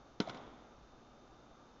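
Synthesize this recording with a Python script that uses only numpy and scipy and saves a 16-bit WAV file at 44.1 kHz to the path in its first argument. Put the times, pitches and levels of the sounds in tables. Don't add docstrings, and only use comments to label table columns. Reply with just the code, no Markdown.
import sys
import numpy as np
from scipy import signal
from scipy.fft import rfft, irfft
from scipy.io import wavfile

SR = 44100
rng = np.random.default_rng(int(sys.argv[2]) if len(sys.argv) > 2 else 0)


def log_audio(samples):
    frames = np.atleast_2d(samples).T
    limited = np.clip(frames, -1, 1)
    pcm = np.round(limited * 32767).astype(np.int16)
    wavfile.write(sys.argv[1], SR, pcm)


N = 79380
T = np.arange(N) / SR
BIN_HZ = np.fft.rfftfreq(N, 1 / SR)
CATCH_S, CUTOFF_HZ = .2014, 7800


def from_db(db):
    return 10 ** (np.asarray(db) / 20)


def unit_rms(x):
    return x / np.sqrt(np.mean(x ** 2) + 1e-20)


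def at_hz(table, hz, column=1):
    rows = np.array(table, float)
    return np.interp(np.log(np.maximum(hz, 1)), np.log(rows[:, 0]), rows[:, column])


def noise(spectrum):
    white = rfft(rng.standard_normal(N))
    return unit_rms(irfft(white * from_db(at_hz(spectrum, BIN_HZ)), N))


def decay(start, t60):
    return (T >= start) * np.exp(-np.log(1000) * np.maximum(T - start, 0) / t60)


def swell(start, rise_s):
    return 1 - np.exp(-np.maximum(T - start, 0) / rise_s)


def ring(start, modes):
    return sum(from_db(db) * decay(start, t60) * np.sin(2 * np.pi * hz * (T - start))
               for hz, db, t60 in modes)


def band(x, low_hz, high_hz, order=1):
    sos = signal.butter(order, [low_hz, high_hz], "band", fs=SR, output="sos")
    return signal.sosfilt(sos, x + 1e-18)


def ventilation():
    # (frequency [Hz], relative spectral level [dB])
    air_spectrum = [(20, -3), (40, -3.5), (54, -0.5), (74, -10), (115, -4), (190, -9), (240, -1.5),
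                    (300, -4), (450, -8.5), (780, -7), (1000, -12.5), (1300, -11), (1900, -24.5),
                    (3600, -26.5), (5400, -28.5), (6400, -27), (7200, -33.5)]
    # (frequency [Hz], rms level [dB])
    whines = [(54, -75.5), (1200, -77), (2998, -93), (3601, -82.5), (3720, -87), (4081, -97.5),
              (6239, -92.5)]
    sound = from_db(-60.5) * noise(air_spectrum)
    slow = np.exp(-BIN_HZ / 32)
    for hz, db in whines:
        drift = irfft(rfft(rng.standard_normal((2, N))) * slow, N)
        waver, phase = 0.2 * unit_rms(drift)
        sound += from_db(db) * np.sqrt(2) * (1 + waver) * np.sin(2 * np.pi * hz * T + phase)
    return sound


def glove():
    # (frequency [Hz], level [dB], t60 [s])
    pocket_modes = [(212.6, -22.5, 0.05), (288, -16, 0.023), (408.4, -25, 0.037), (692, -31, 0.035),
                    (932, -42, .1), (1372, -35, 0.069), (1490, -39.5, 0.08)]
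    # (frequency [Hz], level [dB], t60 [s])
    leather_modes = [(2023, -35, 0.024), (3110, -32, 0.019), (3340, -23.5, 0.0088), (4034, -25.5, 0.015),
                     (4940, -36, .016), (5086, -32.5, 0.013)]
    # (time [s], relative level [dB])
    slaps = [(0.2026, 2.5), (0.2021, 4), (0.2043, -4.5)]
    # (frequency [Hz], relative spectral level [dB])
    crack_spectrum = [(100, -10.5), (400, -11), (1200, -1), (1750, -12), (2600, 0.5), (4000, -8.5),
                      (5500, 2), (7000, -16.5)]
    pocket = ring(CATCH_S, pocket_modes) * swell(CATCH_S, rise_s=.0013)
    thump = band(pocket, 124, CUTOFF_HZ, order=2)
    leather = ring(CATCH_S, leather_modes) * swell(CATCH_S, rise_s=.0011)
    bursts = sum(from_db(db) * decay(start, t60=.018) for start, db in slaps)
    crack = from_db(-44.5) * noise(crack_spectrum) * bursts
    return thump + leather + crack


def echoes(smack):
    # (arrival time [s], gain [dB], low edge [Hz], high edge [Hz])
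    reflections = [(0.2104, -15, 500, 4500), (.2185, -13, 120, 1820), (0.2725, -24, 1200, 7060),
                   (0.2868, -26.5, 1280, 7470), (0.2959, -13.5, 890, 7560), (.3000, -23, 603, 6500),
                   (0.345, -22, 150, 4000), (.3715, -21.5, 1500, 7000)]
    sound = np.zeros(N)
    for arrival, db, low, high in reflections:
        delayed = np.interp(T - (arrival - CATCH_S), T, smack, left=0)
        sound += from_db(db) * band(delayed, low, high)
    return sound


def sprays():
    # (time [s], level [dB], t60 [s])
    arrivals = [(0.211, -43.5, 0.14), (0.2745, -52, 0.037), (0.2857, -44.5, 0.043), (0.2956, -43.5, 0.076),
                (0.346, -50.5, 0.086)]
    # (frequency [Hz], relative spectral level [dB])
    spray_spectrum = [(60, -18.5), (120, -8), (220, -5), (420, -4), (630, -3.5), (930, -2), (1100, -8.5),
                      (1350, 5), (1700, -17), (2200, -6), (2650, -18), (3400, -9), (4600, -19.5),
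                      (6500, -20)]
    return noise(spray_spectrum) * sum(from_db(db) * decay(start, t60) for start, db, t60 in arrivals)


def hall():
    # (frequency [Hz], relative spectral level [dB], t60 [s])
    field = [(60.5, -13, 2.3), (132, -3, 1.1), (258, 0, 1.57), (390, -1.5, 1.27), (740, 0, 1.26),
             (1330, -4.5, 1.06), (1720, -13.5, 1.34), (2770, -18.5, 1.38), (3600, -12, 0.76),
             (4450, -25, 1), (7000, -29, 1)]
    wash = rfft(noise(field))
    edges_hz = np.geomspace(40, 10240, 17)
    tail = np.zeros(N)
    for low, high in zip(edges_hz, edges_hz[1:]):
        band_noise = irfft(wash * ((BIN_HZ >= low) & (BIN_HZ < high)), N)
        t60 = at_hz(field, np.sqrt(low * high), column=2)
        tail += band_noise * decay(CATCH_S, t60)
    return from_db(-43) * swell(start=.22, rise_s=.062) * tail


def wall_panel():
    start_s, length_s, pitch_hz = .2733, .0086, 660
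    age = T - start_s
    pulse = np.sin(np.pi * np.clip(age / length_s, 0, 1))
    return from_db(-35.5) * pulse * np.sin(2 * np.pi * pitch_hz * age)


def bass_bumps():
    # (arrival time [s], level [dB])
    bumps = [(0.286, -42.5), (0.345, -53.5)]
    pitch_hz, t60 = 134.3, .1
    return sum(ring(start, [(pitch_hz, db, t60)]) * swell(start, rise_s=.006) for start, db in bumps)


def scene():
    smack = glove()
    early = echoes(smack) + sprays() + wall_panel() + bass_bumps()
    return (smack + early + hall() + ventilation())[None]


def record(dry):
    roll_off = signal.butter(8, 7100, fs=SR, output="sos")
    steep_cut = signal.cheby2(12, 45, CUTOFF_HZ + 250, fs=SR, output="sos")
    return signal.sosfilt(steep_cut, signal.sosfilt(roll_off, dry))


dry = scene()
out = record(dry)
log_audio(out)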